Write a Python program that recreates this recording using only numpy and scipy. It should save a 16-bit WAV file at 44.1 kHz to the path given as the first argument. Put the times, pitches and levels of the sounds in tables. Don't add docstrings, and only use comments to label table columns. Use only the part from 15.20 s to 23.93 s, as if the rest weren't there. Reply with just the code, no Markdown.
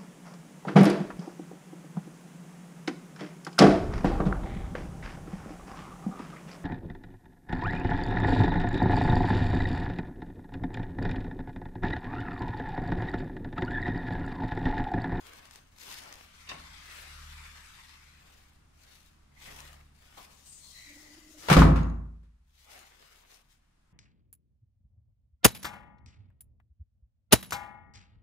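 import sys
import numpy as np
from scipy import signal
from scipy.fft import rfft, irfft, next_fast_len
from scipy.io import wavfile
from scipy.ndimage import uniform_filter1d

SR = 44100
rng = np.random.default_rng(int(sys.argv[2]) if len(sys.argv) > 2 else 0)


def pcm_store(signal):
    levels = np.round(np.clip(np.atleast_2d(signal), -1, 1) * 32767)
    wavfile.write(sys.argv[1], SR, levels.astype(np.int16).T)


N = 384852
TIME_S = np.arange(N) / SR

# frequency in Hz, level in dB per Hz.
CLICK_SPECTRUM = [(100, -18), (600, -4.5), (1500, -0.5), (6000, -1), (15000, -12.5)]
# frequency in Hz, left minus right in dB.
LEFT_LEAN = [(100, -3.5), (600, 4), (1100, 4), (2000, 0.5), (4000, 7.5), (8000, 13.5), (15000, 6)]


def gain_of(db):
    return 10 ** (np.asarray(db) / 20)


def evened(x):
    return x / np.sqrt(np.mean(x ** 2) + 1e-20)


def read(points, hz):
    f_hz, value = np.transpose(points)
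    return np.interp(np.log(hz + 1), np.log(f_hz + 1), value)


def level(rows):
    return gain_of(np.interp(TIME_S, *np.transpose(rows)))


def held(start_s, attack_s, end_s, release_s, db):
    attack = (TIME_S - start_s) / attack_s
    release = (end_s - TIME_S) / release_s
    return gain_of(db) * np.clip(np.minimum(attack, release), 0, 1)


def stroke(peak_s, length_s, swell_share=0.45):
    side_share = np.where(TIME_S < peak_s, swell_share, 1 - swell_share)
    away = (TIME_S - peak_s) / (length_s * side_share)
    return np.exp(3.99 * (1 - np.sqrt(1 + away ** 2)))


def add(mix, start_s, sound):
    part = mix[..., round(start_s * SR):][..., :sound.shape[-1]]
    part += sound[..., :part.shape[-1]]


def drift(corner_hz):
    size = next_fast_len(N, True)
    lowpass = 1 / (1 + (np.fft.rfftfreq(size, 1 / SR) / corner_hz) ** 4)
    return evened(irfft(rfft(rng.standard_normal(size)) * lowpass, size)[:N])


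def colour(x, points, tilt_db=0, size=4096):
    hz = np.fft.rfftfreq(size, 1 / SR)
    tilt = tilt_db * np.log2(np.maximum(hz, 300) / 1500)
    log_gain = np.log(gain_of(read(points, hz) + tilt))
    mirrored = np.r_[log_gain, log_gain[-2:0:-1]]
    taps = np.fft.ifft(np.exp(np.conj(signal.hilbert(mirrored)))).real
    return signal.oaconvolve(x, taps[None] / np.linalg.norm(taps), axes=1)[:, :x.shape[1]]


def ports(x, near=1):
    # frequency in Hz, left-right correlation.
    likeness = [(30, 1), (150, 0.84), (280, 0.42), (550, -0.35), (1200, 0.24), (2500, -0.0015)]
    size = next_fast_len(x.shape[1], True)
    hz = np.fft.rfftfreq(size, 1 / SR)
    a, b = rfft(x, size)
    same = np.clip(read(likeness, hz), -1, 1)
    lean = gain_of(near * read(LEFT_LEAN, hz) / 2)
    right = same * a + np.sqrt(1 - same ** 2) * b
    return irfft([a * lean, right / lean], size)[:, :x.shape[1]]


def from_left(x, share, lag_s=.00056):
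    reversed_lean = [(hz, -db) for hz, db in LEFT_LEAN]
    late = colour(np.roll(x[:1], round(lag_s * SR), axis=1), reversed_lean)[0]
    right = np.sqrt(1 - share ** 2) * x[1] + share * evened(late) * np.std(x[1])
    return np.array([x[0], right])


def burst(decay_s, rise_s, size=8192):
    t = np.arange(size) / SR
    return rng.standard_normal((2, size)) * np.exp(-t / decay_s) * (1 - np.exp(-t / rise_s))


def ring(modes, rise_s, scatter=0., bend=1):
    t = np.arange(2 * SR) / SR
    total = np.zeros(len(t))
    for k, (hz, db, t60_s) in enumerate(modes):
        decay = np.exp(-np.log(1000) * (t / t60_s) ** bend)
        mode_hz = hz * (1 + scatter * rng.standard_normal())
        total += (-1) ** k * gain_of(db) * decay * np.sin(2 * np.pi * mode_hz * t)
    return total * (1 - np.exp(-t / rise_s))


def patchy(x, depth_db):
    z = signal.stft(x, nperseg=1024, noverlap=768)[2]
    field = uniform_filter1d(rng.standard_normal(z.shape[1:]), size=6, axis=0)
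    field = uniform_filter1d(field, size=16, axis=1)
    return signal.istft(z * gain_of(depth_db * evened(field)), nperseg=1024, noverlap=768)[1][:, :N]


def friction(spectrum, grains_per_s, grain_db, flutter_db, near):
    caught = rng.random(N) < grains_per_s / SR
    sizes = gain_of(5.0 * np.minimum(rng.exponential(1, N), 4)) * caught
    grain = burst(decay_s=0.0032, rise_s=.0001, size=256)
    grains = evened(signal.oaconvolve(sizes[None], grain, axes=1)[:, :N])
    hiss = rng.standard_normal((2, N))
    rub = evened(patchy(hiss + gain_of(grain_db) * grains, depth_db=2.5))
    return ports(colour(rub * gain_of(flutter_db * drift(25)), spectrum), near)


def squeaks(rows, flutter_db, waver):
    out = np.zeros((2, N))
    wander = 1 + waver * drift(23)
    for start_s, loudest_s, end_s, first_hz, last_hz, width_hz, db in rows:
        t = np.arange(start_s, end_s, 1 / SR)
        r = np.exp(-np.pi * width_hz / SR)
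        rub = rng.standard_normal((2, len(t))) + 1j * rng.standard_normal((2, len(t)))
        glide_hz = np.linspace(first_hz, last_hz, len(t)) * np.interp(t, TIME_S, wander)
        turn = np.exp(2j * np.pi * np.cumsum(glide_hz) / SR)
        tone = evened((signal.lfilter([1], np.poly([r, r]), rub) * turn).real)
        add(out, start_s, gain_of(db) * tone * np.interp(t, [start_s, loudest_s, end_s], [0, 1, 0]))
    return ports(out * gain_of(flutter_db * drift(30)), near=0.48)


def background(waver_db=0.35):
    # multiple of the firing rate, level in dB.
    motor_orders = [(.5, -72), (1, -69), (2, -82.5)]
    # strongest moment in s, length in s, lift in dB.
    hum_swells = [(1.453, 0.5, 7.5), (2.093, 0.65, 17.5), (2.9, 0.47, 5.5), (4.475, 0.56, 11.5)]
    # centre in Hz, width in Hz, lift in dB.
    room_hz, width_hz, lift_db = (144.5, 2.2, 6.9)
    # frequency in Hz, level in dB per Hz.
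    air_spectrum = [(15, -1), (38, -4.5), (100, -6), (220, -10), (450, -22.5), (1200, -19), (3000, -27),
                    (10000, -34), (15500, -49)]
    # time in s, level in dB.
    air_level = [(0, -64.5), (4, -64), (6.2, -66), (7.2, -77), (8.73, -70)]
    firing_hz, sag_hz_per_s = 76.2, 0.93
    dull_s, dull_db_per_s = 7.51, 14
    rate_hz = firing_hz - sag_hz_per_s * TIME_S
    turns = np.cumsum(rate_hz * (1 + 0.0053 * drift(2.4))) / SR
    swell_db = sum(db * np.exp(-(2 * (TIME_S - s) / length_s) ** 2) for s, length_s, db in hum_swells)
    dulling_db = dull_db_per_s * np.maximum(TIME_S - dull_s, 0)
    hum = np.zeros(N)
    for multiple, db in motor_orders:
        room_db = lift_db / (1 + (2 * (multiple * rate_hz - room_hz) / width_hz) ** 2)
        order_db = db + swell_db + room_db - dulling_db * np.log2(2 * multiple) + waver_db * drift(5)
        hum += np.sqrt(2) * np.sin(2 * np.pi * multiple * turns) * gain_of(order_db)
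    air = ports(colour(rng.standard_normal((2, N)), air_spectrum), near=.2)
    return hum + air * level(air_level)


def rustle():
    # strongest moment in s, length in s, sleeve rustle in dB, shoe and hand scuff in dB.
    moves = [(0.128, 0.36, -58.5, -55), (0.356, 0.083, -64.5, -60), (0.706, 0.18, -46.5, -51.5),
             (0.877, 0.28, -56, -53), (1.196, 0.065, -61.5, -71), (1.785, 0.27, -56, -57.5),
             (3.117, 0.33, -64, -64), (3.735, 0.26, -60.5, -65.5), (4.272, 0.13, -53, -55.5),
             (4.402, 0.26, -55.5, -55), (4.97, 0.34, -59.5, -62), (5.919, 0.37, -68.5, -63),
             (6.271, 0.14, -54, -49.5), (7.411, 0.16, -65.5, -87.5), (7.562, 0.18, -56.5, -55.5),
             (7.833, 0.53, -64, -63), (8.131, 0.11, -60.5, -64), (8.322, 0.083, -70, -91.5)]
    # frequency in Hz, level in dB per Hz.
    sleeve_spectrum, scuff_spectrum = [(400, -22), (1100, -16), (2000, 0.5), (3200, 0.5), (5500, -2.5),
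                                       (8000, -7.5), (15500, -10.5)], [(80, -11.5), (250, -4.5), (600, 1.5), (1150, 1.5),
                                                       (1900, -1.5), (3000, -4), (9000, -29)]
    opening_spectrum, closing_spectrum = [(240, -55.5), (400, -11), (683, -12.5), (900, -0.5), (1200, 2),
                                          (2360, 4), (2880, -1.5), (3850, -2), (12700, -16), (15500, -25)], [(200, -8), (480, -6), (700, -4), (1400, -11),
                                                               (3000, -1.5), (5500, 2.5), (9000, -4.5),
                                                               (15500, -9.5)]
    # start in s, attack in s, end in s, release in s, rubbing in dB (closing: before it binds).
    opening_swing, closing_swing = (.74, .95, 3.24, .95, -52), (5, 0.49, 6.5, 1, -56)
    bind_s, bind_spread_s, bind_db = 6.28, 0.082, 18
    sleeve_power, scuff_power = np.zeros(N), np.zeros(N)
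    for peak_s, length_s, sleeve_db, scuff_db in moves:
        power = stroke(peak_s, length_s)
        sleeve_power += power * gain_of(sleeve_db) ** 2
        scuff_power += power * gain_of(scuff_db) ** 2
    binding = gain_of(bind_db * np.exp(-((TIME_S - bind_s) / bind_spread_s) ** 2 / 2))
    sleeve = friction(sleeve_spectrum, grains_per_s=550, grain_db=-5.0, flutter_db=2.0, near=0.9)
    scuff = friction(scuff_spectrum, grains_per_s=240, grain_db=-4, flutter_db=1.0, near=0.85)
    opening = friction(opening_spectrum, grains_per_s=440, grain_db=-10.5, flutter_db=1.0, near=0.86)
    closing = friction(closing_spectrum, grains_per_s=900, grain_db=-8.5, flutter_db=1.5, near=0.91)
    strokes = sleeve * np.sqrt(sleeve_power) + scuff * np.sqrt(scuff_power)
    swings = opening * held(*opening_swing) + closing * held(*closing_swing) * binding
    return from_left(strokes + swings, share=0.024)


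def clicks():
    # time in s, level in dB.
    ticks = [(0.068, -42), (.134, -42.5), (0.154, -53), (.169, -51), (.254, -46), (.31, -41),
             (0.358, -39.5), (.585, -43.5), (0.6, -48), (.634, -47), (.726, -37), (.836, -43), (0.876, -50),
             (0.926, -38), (.94, -41), (.955, -45), (4.404, -38)]
    out = np.zeros((2, N))
    for s, db in ticks:
        add(out, s, gain_of(db) * colour(burst(decay_s=0.0016, rise_s=0.0003), CLICK_SPECTRUM))
    return ports(out, near=0.72)


def stairwell(x, build_up_s, bend=1.29):
    # frequency in Hz, t60 in s.
    band_decay = [(60, 1), (170, 0.74), (560, 0.62), (1100, 0.66), (1800, 0.56), (2900, 0.37),
                  (14000, 0.29)]
    hz, t, z = signal.stft(rng.standard_normal((2, SR + SR // 2)), SR, nperseg=512)
    t60_s = read(band_decay, hz)[:, None]
    tail = signal.istft(z * np.exp(-np.log(1000) * (t / t60_s) ** bend), SR)[1]
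    build_up = 1 - np.exp(-np.arange(tail.shape[1]) / SR / build_up_s)
    tail = ports(tail * build_up, near=0.7)
    return signal.fftconvolve(x.mean(0)[None], tail / np.linalg.norm(tail[0]), axes=1)[:, :N]


def bolt():
    # time in s, level in dB, brightness in dB per octave.
    slips = [(1.271, -52, -1), (1.288, -44, 17), (1.297, -43.5, -4), (1.311, -46.5, -10)]
    # resonance in Hz, width in Hz, level in dB.
    resonances = [(1140, 54, -5.5), (1960, 270, -2.5), (2700, 270, 6.5), (3660, 150, 1), (4600, 200, -9.5),
                  (5460, 350, -17)]
    out, t = np.zeros((2, N)), TIME_S[:SR // 20]
    pivot_hz = resonances[2][0]
    for s, db, tilt_db in slips:
        scrape = burst(decay_s=0.011, rise_s=0.004)
        for hz, width_hz, mode_db in resonances:
            mode = np.exp(-np.pi * width_hz * t) * np.sin(2 * np.pi * hz * t)
            gain = gain_of(db + mode_db + tilt_db * np.log2(hz / pivot_hz)) / np.linalg.norm(mode)
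            add(out, s, gain * signal.fftconvolve(scrape, mode[None], axes=1))
    return ports(out, near=0.35)


def rattles(tap_db=7.5):
    # time in s, level in dB.
    taps = [(1.292, -51.5), (6.558, -53), (6.567, -60), (6.631, -55), (6.699, -63)]
    # frequency in Hz, level in dB, t60 in s.
    steel = [(1152, -2, .45), (2690, -5, .17), (3990, -4, .04), (6620, 3, .03)]
    out = np.zeros((2, N))
    for s, db in taps:
        tap = gain_of(tap_db) * colour(burst(decay_s=0.0018, rise_s=0.00037), CLICK_SPECTRUM)
        add(out, s, gain_of(db) * tap)
        add(out, s, gain_of(db) * ring(steel, rise_s=.0004))
    return out


def door(rough_db=-1.5):
    # time in s, crunch in dB, brightness in dB per octave, panel thud in dB, latch clack in dB.
    blows = [(1.315, -44.5, -0.5, -60, -50), (1.338, -52, -0.5, -46.5, -62),
             (6.285, -24.5, 0.5, -48.5, -44.5), (6.3, -18, 1, -17.5, -40.5), (6.312, -18, -1, -4, -37.5),
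             (6.327, -14, 1, -16.5, -23.5), (6.3661, -14.5, -1.26, -4, -15),
             (6.3745, -15, -7.5, -30, -36.5), (6.388, -21.5, 0.55, -14, -31), (6.4179, -17, -5, -24, -8.5),
             (6.452, -24.5, -7.5, -17, -46), (6.486, -33.5, -7.5, -16, -49.5),
             (6.558, -34.5, -1.5, -39, -36), (7.03, -73, 2, -56.5, -84)]
    # frequency in Hz, level in dB per Hz.
    crunch_spectrum = [(30, -8), (120, -6), (340, -2), (520, 2.5), (1100, 3), (1750, -1.5), (4000, -10.5),
                       (7000, -21), (15500, -29.5)]
    # frequency in Hz, level in dB, t60 in s.
    panel, plate = [(160.3, 4.5, 0.066), (284, -17, 0.054), (338, -9.5, 0.06), (410.2, -14, 0.066),
                    (530.2, -14.5, 0.087)], [(890, -9, 0.054), (1045, -4, 0.046), (1216, -4.5, 0.057),
                                   (1410, -5.5, 0.037), (1790, -12, 0.026)]
    light_decay_s, firm_db = 0.038, -16
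    crunch, thud, clack = np.zeros((2, N)), np.zeros(N), np.zeros(N)
    roughness = evened(gain_of(rough_db * drift(400)))
    for s, crunch_db, tilt_db, thud_db, clack_db in blows:
        decay_s = light_decay_s / (1 + gain_of(crunch_db - firm_db) ** 2)
        wood = colour(burst(decay_s, rise_s=0.00026), crunch_spectrum, tilt_db)
        add(crunch, s, gain_of(crunch_db) * wood)
        add(thud, s, gain_of(thud_db) * ring(panel, rise_s=0.0055))
        add(clack, s, gain_of(clack_db) * ring(plate, rise_s=.001, scatter=0.0094))
    return ports(crunch * roughness, near=0.79), thud * np.ones((2, 1)), clack


def boom():
    # time in s, level in dB.
    shoves = [(1.332, -43.5), (6.358, 0.5)]
    # frequency in Hz, level in dB, t60 in s.
    standing_waves = [(34, -12.5, 0.14), (54.6, -12, 1), (62, -23.5, 0.63), (82.5, -19, 0.87),
                      (97.3, -26, .85), (144.5, -31, 0.99), (161.6, -13.5, .72), (190.6, -26, 0.5),
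                      (232.6, -23, 0.82), (269.4, -18.5, 0.62), (327.3, -24.5, 0.52), (414.5, -27, 0.26),
                      (510, -28, 0.17)]
    out = np.zeros(N)
    for s, db in shoves:
        add(out, s, gain_of(db) * ring(standing_waves, rise_s=.014, bend=1.21))
    return out


def sole_squeak():
    # start in s, loudest in s, end in s, first Hz, last Hz, pole width in Hz, level in dB.
    turns = [(4.1, 4.28, 4.62, 2103, 1780, 300, -60.5)]
    return squeaks(turns, flutter_db=5.0, waver=0.011)


def steps():
    # time in s, level in dB, brightness in dB per octave.
    landings = [(4.268, -51, -7.5), (4.31, -52.5, -9), (4.421, -58, -8), (4.97, -44, 2)]
    # frequency in Hz, level in dB per Hz.
    sole_spectrum = [(60, -9), (160, -9.5), (400, -7.5), (750, -3.5), (1150, -3), (1700, -20.5),
                     (3500, -18), (9000, -33)]
    out = np.zeros((2, N))
    for s, db, tilt_db in landings:
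        add(out, s, gain_of(db) * colour(burst(decay_s=0.03, rise_s=0.0051), sole_spectrum, tilt_db))
    return ports(out, near=0.9)


def hinge_squeaks():
    # start in s, loudest in s, end in s, first Hz, last Hz, pole width in Hz, level in dB.
    glides = [(5.23, 5.294, 5.56, 8600, 8000, 1000, -54), (5.25, 5.38, 5.41, 7600, 6720, 1200, -55),
              (5.39, 5.45, 5.56, 4280, 4150, 250, -57.5), (5.48, 5.56, 5.76, 4160, 3900, 300, -55.5),
              (5.51, 5.57, 6.3, 1990, 1995, 180, -58.5), (5.55, 5.69, 5.78, 2150, 2155, 450, -55)]
    return squeaks(glides, flutter_db=1.0, waver=0.011)


def groan():
    # start in s, attack in s, end in s, release in s, level in dB.
    envelope = (5.65, .06, 6.33, .06, -61.5)
    start_hz, rise_hz_per_s = 294, 30
    hz = start_hz + rise_hz_per_s * (TIME_S - envelope[0])
    phase = 2 * np.pi * np.cumsum(hz * (1 + 0.05 * drift(110))) / SR
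    overtone = gain_of(-14) * np.sin(2 * phase) * drift(60)
    tone = np.sqrt(2) * (np.sin(phase) + overtone)
    return tone * held(*envelope) * (1 + .45 * drift(45))


def scene():
    crunch, thud, clack = door()
    small = clicks() + rattles() + bolt() + hinge_squeaks() + steps() + sole_squeak()
    door_send = gain_of(-4.5) * crunch + gain_of(-3.5) * thud + gain_of(-12.5) * clack
    echoes = stairwell(door_send + gain_of(-4) * small, build_up_s=0.0079)
    return crunch + thud + clack + small + echoes + groan() + boom() + rustle() + background()


def record(dry, ceiling=0.95, edge_hz=15700):
    rounded = dry / (1 + (dry / ceiling) ** 4) ** (1 / 4)
    lowpass = signal.firwin(511, edge_hz, window=("kaiser", 9), fs=SR)
    return signal.oaconvolve(rounded, lowpass[None], "same")


dry = scene()
out = record(dry)
pcm_store(out)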